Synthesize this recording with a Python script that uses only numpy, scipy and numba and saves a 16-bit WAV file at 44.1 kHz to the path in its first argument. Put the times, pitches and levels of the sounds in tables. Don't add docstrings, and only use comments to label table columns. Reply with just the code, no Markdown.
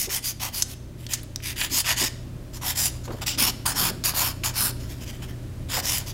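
import sys
import numpy as np
from scipy import signal
from scipy.fft import rfft, irfft
from scipy.io import wavfile
from scipy.ndimage import uniform_filter1d
from numba import njit

SR = 44100
rng = np.random.default_rng(int(sys.argv[2]) if len(sys.argv) > 2 else 0)


def wav_out(sig):
    wavfile.write(sys.argv[1], SR, np.round(np.clip(np.atleast_2d(sig).T, -1, 1) * 32767).astype(np.int16))


def rack_gain(trim_db):
    fader = np.asarray(trim_db, float)
    return 10 ** (fader / 20)


N = 270641
T = np.arange(N) / SR

# start in seconds, length in seconds,
# share of the length up to the peak speed, nail ring in dB, board level in dB against the nail.
SIDE_STROKES = [(-.082, .16, 0.47, -26.5, -18), (.091, .112, .54, -27.5, -11), (.224, .11, 0.47, -29, -18),
                (.396, 0.11, 0.37, -31, -9), (.523, 0.13, 0.32, -33, -15), (.655, .12, 0.6, -44.5, -8),
                (.972, 0.11, .5, -55.5, -11), (1.087, 0.081, 0.69, -36, -12), (1.422, 0.12, 0.5, -34, -12),
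                (1.558, 0.13, 0.39, -31.5, -7), (1.696, 0.13, 0.73, -26.5, -16.5),
                (1.843, .112, 0.47, -27.5, -6.5), (1.961, .14, 0.39, -24.5, -13.5),
                (2.53, .066, 0.41, -44, -8), (2.612, 0.13, 0.69, -30.5, -5.5),
                (2.75, 0.16, 0.41, -26, -13.5), (5.685, 0.13, 0.76, -30.5, -3.5),
                (5.824, .2, 0.44, -28, -11), (6.06, 0.071, 0.32, -38.5, -10)]
# start in
# seconds, length in seconds, share up to the peak speed, nail ring in dB, board level in dB against it.
FLAT_STROKES = [
    (3.21, 0.048, .2, -36, -0.5),
    (3.261, 0.11, 0.055, -29, -11.5),
    (3.375, .19, 0.13, -24, -8),
    (3.654, 0.093, 0.11, -27.5, -5),
    (3.745, 0.21, 0.33, -26.5, -7.5),
    (4.037, 0.1, 0.12, -26.5, -9),
    (4.135, 0.2, 0.36, -28, -7.5),
    (4.434, .088, 0.16, -29.5, -6),
    (4.536, 0.2, 0.4, -28.5, -8.5),
]
# start in seconds, length in seconds, share up to the peak speed,
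# nail ring in dB, board level in dB against it.
SKIN_WIPES = [(1.16, 0.061, .2, -48, -8), (2.92, .1, .1, -53, -2), (3.033, 0.05, 0.37, -45.5, -7),
              (3.116, 0.046, .11, -49.5, 3), (3.15, 0.064, .5, -54.5, 4), (4.7, 0.83, 0.19, -56, -4.5),
              (4.795, 0.062, .25, -52, -8), (4.885, 0.067, 0.39, -48, -6), (5.0, 0.049, 0.86, -44, -7),
              (5.055, 0.061, 0.81, -42.5, -8), (5.11, .07, .4, -56.5, 0), (5.215, 0.054, .3, -48.5, 4),
              (5.278, 0.055, 0.22, -56, 5), (6.0, .06, .3, -51, 4)]
# start in seconds, peak in dB, centre in Hz,
# level of the bright crack in dB against the peak, length in ms.
EDGE_TICKS = [(0.622, -6, 6000, -26, 7.3), (1.066, -21.5, 4180, -12, 4.8), (1.135, -8.5, 6300, -13, 9.3),
              (1.231, -37, 3980, 6, 11), (1.3597, -12, 5360, -9, 3.1), (1.402, -36, 2010, -8, 6.9),
              (1.612, -13, 2830, -25, 13), (1.647, -16.5, 3680, -16, 4.6), (1.863, -22, 1800, -20, 22),
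              (1.904, -17, 2350, -18, 8), (3.077, -30.5, 900, -30, 14), (3.105, -31, 1020, -28, 15),
              (3.261, -32, 4500, -5, 5), (3.28, -14.5, 2600, -18, 4), (3.496, -15, 5370, -11, 4.4),
              (3.658, -22, 2950, 1, 8.1), (4.039, -11, 4770, -11, 3.3), (4.138, -27, 918, -14, 4.6),
              (4.436, -19, 2880, -12, 5.9), (5.77, -22, 800, -25, 25), (5.823, -38, 3000, -2, 6),
              (5.982, -17, 7360, 5, 7)]
# start in seconds, length in seconds, level in dB,
# centre in Hz, width in Hz.
HAND_SHAKES = [
    (0.068, 0.041, -38, 403, 230),
    (1.706, 0.053, -35.5, 273, 61),
    (2.007, 0.055, -34.5, 270, 160),
    (3.07, 0.1, -35, 358, 280),
    (3.361, .17, -31.5, 247, 143),
    (3.732, 0.27, -32.5, 188, 144),
    (4.622, 0.14, -38.5, 274, 124),
    (5.712, 0.16, -41, 510, 130),
]
RUN_OFFS = [0.62, 0.74, 2.083, 3.239, 3.505, 3.904, 4.712]

# centre in Hz, width in Hz, level in dB with the file on edge,
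# level in dB with the file flat. The edge, the nail and the top hiss have the same columns.
BOARD_MODES = [(686, 220, 0, 0), (980, 386, 3.5, 6.5), (1500, 540, -1.5, 3)]
EDGE_MODES = [(1940, 430, -1.4, -16.5), (2496, 750, -1.4, -1), (3030, 315, 1, 2), (3575, 600, -1.5, -1.5)]
NAIL_MODES = [(4500, 560, -2, 1), (5084, 390, 2, 3.5), (5770, 710, -2.5, -3), (6850, 1040, -1, -0.5),
              (7950, 1050, -8, -13)]
HISS_MODES = [(10060, 3200, -0.71, -1), (11830, 2600, -1, 0.6), (14300, 5700, -2.2, -1)]
PARTS = (NAIL_MODES, BOARD_MODES, EDGE_MODES, HISS_MODES)

# level in dB against the nail ring, share of the stroke's
# board dB, power of the speed, dB per dB of stroke strength. Flat strokes and skin have the same columns.
SIDE_LAW = [
    (0.5, 0, 1.08, 0),
    (0.5, 1, 0.84, 0),
    (0.65, 0.43, 0.81, 0.04),
    (0.5, 0, 1.41, -0.04),
]
FLAT_LAW = [
    (0, 0, 1.2, 0.044),
    (-.5, 1, 0.88, 0),
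    (-2.5, 0.32, 0.95, 0.043),
    (2.05, 0.036, 1.9, .3),
]
SKIN_LAW = [
    (0, 0, 1.3, 0),
    (-.5, .9, 2, 0),
    (0, .45, 1.3, 0.0022),
    (-4.5, 0.3, 1.8, .01),
]
# start in seconds, edge in dB, hiss in dB.
GRIP_CHANGES = [(-.1, -1, 0), (.65, 0.5, 3), (.95, 5, 0), (1.4, 3, -0.5), (1.69, -3, 1.5), (1.84, 1, -2.5),
                (2.5, -1.5, -1), (2.74, -3.5, 1.5), (3.2, 4, -5.5), (3.37, 1, -1.5), (3.65, 0, 0),
                (4.13, -0.5, 3.5), (4.43, -1, 0.5), (4.53, -2.5, 2.5), (4.75, 2, 3.5), (5.6, -3, -1),
                (5.82, -2, 1), (6.05, 0, -5)]

# frequency in Hz, level in dB, wander in Hz.
FAN_LINES = [(30.7, -47.5, 1.8), (57.9, -47, 4.97), (87.5, -44.5, 1.47), (120.2, -43, 1.6),
             (388, -62, 2.45)]
# frequency in Hz, density in dB per Hz.
AIR_SPECTRUM = [(12, -41), (20, -13.5), (70, -8), (91, -11), (163, -9.5), (182, -14.5), (228, -13),
                (285, -14), (377, -18), (410, -27), (624, -22.5), (718, -32), (6540, -44), (8890, -45),
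                (16000, -49.5)]
# time in seconds, level in dB.
BACKGROUND_SWELL = [(0, -3.5), (1.5, -0.5), (3, 1.5), (4.5, 2.5), (6.14, 2.5)]
# centre in Hz, reverberation time T60 in seconds, level in dB.
ROOM_BANDS = [(495, 0.42, -43), (1620, 0.46, -37), (3640, 0.62, -33), (8660, 0.41, -29.5), (14000, .3, -45),
              (7000, 0.08, -32)]

FLAT_FROM_S, FLAT_TO_S = 2.95, 4.75
FIRM_DB = -28
BITE, BITE_S = 0.15, 0.00088


def unit(x):
    return x / np.sqrt(np.mean(x ** 2))


def steady(hz, n):
    return np.full(n, float(hz))


@njit
def svf(x, hz, width):
    y, b, l = np.empty(len(x)), 0., 0.
    for i in range(len(x)):
        g, k = np.tan(np.pi * hz[i] / SR), width / hz[i]
        v = (b + g * (x[i] - l)) / (1 + g * (g + k))
        b, l, y[i] = 2 * v - b, l + 2 * g * v, k * v
    return y


def steep_resonance(x, centre, width, second_width):
    return svf(svf(x, centre, float(width)), centre, float(second_width))


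def walk(rate):
    hold = int(SR / rate)
    levels = np.repeat(rng.standard_normal(N // hold + 1), hold)
    return 1.26 * uniform_filter1d(uniform_filter1d(levels, hold), hold)[:N]


def speed(s, length, peak, bite=0):
    u, peak = (T - s) / length, np.clip(peak, .02, .98)
    jerk = np.clip((T - s) / BITE_S, 0, 1)
    up = bite * jerk + (1 - bite) * np.sin(np.pi / 2 * np.clip(u / peak, 0, 1))
    return up * np.sin(np.pi / 2 * np.clip((1 - u) / (1 - peak), 0, 1))


def fan():
    hz = np.maximum(np.fft.rfftfreq(N, 1 / SR), 1)
    air_hz, air_db = np.transpose(AIR_SPECTRUM)
    colour = rack_gain(np.interp(np.log(hz), np.log(air_hz), air_db))
    out = rack_gain(-41) * unit(irfft(rfft(rng.standard_normal(N)) * colour, N))
    for f, db, wander_hz in FAN_LINES:
        phase = 2 * np.pi * np.cumsum(f + wander_hz * walk(12)) / SR
        out += np.sqrt(2) * rack_gain(db + 1.7 * walk(6.6)) * np.sin(phase)
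    return out * rack_gain(np.interp(T, *np.transpose(BACKGROUND_SWELL)))


def room(x):
    t, tail = np.arange(SR) / SR, 0
    for hz, t60, db in ROOM_BANDS:
        noise = svf(rng.standard_normal(SR), steady(hz, SR), 0.64 * hz)
        band = noise * 1000. ** (-t / t60) * (t > .004)
        tail = tail + rack_gain(db) * band / np.sqrt(np.sum(band ** 2) * hz / SR)
    return signal.fftconvolve(x, tail)[:N]


def shakes():
    push, out = rng.standard_normal(N) * rack_gain(3.9 * walk(50)), 0
    for s, length, db, hz, width in HAND_SHAKES:
        rumble = unit(steep_resonance(push, steady(hz, N), width, 2 * width))
        out = out + rack_gain(db) * speed(s, length, peak=0.32) * rumble
    return out


def grit(per_s, spread_db, patchy_db):
    slips = (rng.random(N) < per_s / SR) * rng.standard_normal(N)
    patches = walk(350) + .45 * walk(90)
    return unit(slips * rack_gain(spread_db * rng.exponential(size=N) + patchy_db * patches))


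def ring(x, modes, drift, flicker_db):
    out, flat = 0, (T > FLAT_FROM_S) & (T < FLAT_TO_S)
    for hz, width, edge_db, flat_db in modes:
        centre = np.minimum(hz * (1 + drift * walk(14)), .45 * SR)
        level_db = np.where(flat, flat_db, edge_db) + flicker_db * walk(18)
        kicks = x * rng.choice([-1., 1.], N) * rack_gain(level_db)
        out = out + steep_resonance(kicks, centre, width, 2 * width)
    return unit(out)


def gains(rows, law, bite=BITE):
    out = np.zeros((len(law), N))
    for s, length, peak, db, board_db in rows:
        v = speed(s, length, peak, bite)
        grip = [row for row in GRIP_CHANGES if row[0] < s + length / 2][-1]
        grip_db = (0, 0, *grip[1:])
        for off in RUN_OFFS:
            if s + peak * length < off < s + length:
                v = v * np.exp(-np.maximum(T - off, 0) / .004)
        for k, (part_db, share, power, slope) in enumerate(law):
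            level_db = db + part_db + grip_db[k] + share * board_db + slope * (db - FIRM_DB)
            out[k] += rack_gain(level_db) * v ** power
    return out


def wipes():
    rub = grit(per_s=14000, spread_db=0.7, patchy_db=1.4)
    bodies = [ring(rub, modes, drift=0.045, flicker_db=2.3) for modes in PARTS]
    return np.sum(gains(SKIN_WIPES, SKIN_LAW, bite=.05) * bodies, axis=0)


def ticks():
    out, t = np.zeros(N), np.arange(2000) / SR
    for s, db, hz, top_db, ms in EDGE_TICKS:
        knock_db = -11.5 - 0.28 * (db + 20)
        fade = np.exp(-t / (0.00065 * ms))
        chatter = rng.standard_normal(len(t)) * fade * np.minimum(t / (1e-4 * ms), 1)
        chatter[8] -= 13.0 * np.exp(-ms / 4.5)
        i = int(s * SR)
        layers = ((chatter, hz, 0.47 * hz, 0),
                  (chatter * fade, 11500, 7000, top_db),
                  (chatter, 2000, 2400, knock_db))
        for push, centre, width, part_db in layers:
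            part = steep_resonance(push, steady(centre, len(t)), width, 7.4 * width)
            out[i:i + len(t)] += rack_gain(db + part_db) * part / abs(part).max()
    return out


def file_strokes():
    slips = grit(per_s=16000, spread_db=1.28, patchy_db=1.5)
    pressure = gains(SIDE_STROKES, SIDE_LAW) + gains(FLAT_STROKES, FLAT_LAW)
    bodies = [ring(slips, modes, drift=0.035, flicker_db=2.5) for modes in PARTS]
    rasp = np.sum(pressure * bodies, axis=0)
    snags = -rack_gain(1.0 * rng.exponential(size=N)) * (rng.random(N) < 160 / SR)
    return rasp + rack_gain(-12) * pressure[0] * unit(svf(snags, steady(4500, N), 6400.0))


def scene():
    table = file_strokes() + wipes() + ticks() + shakes()
    return (table + room(table) + fan())[None]


def top_cut(x):
    return signal.sosfilt(signal.butter(12, 17010, fs=SR, output="sos"), x)


def record(dry):
    low_pass = signal.ellip(12, .2, 62, 15800, fs=SR, output="sos")
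    mix = signal.sosfilt(low_pass, dry)
    return top_cut(mix)


dry = scene()
out = record(dry)
wav_out(out)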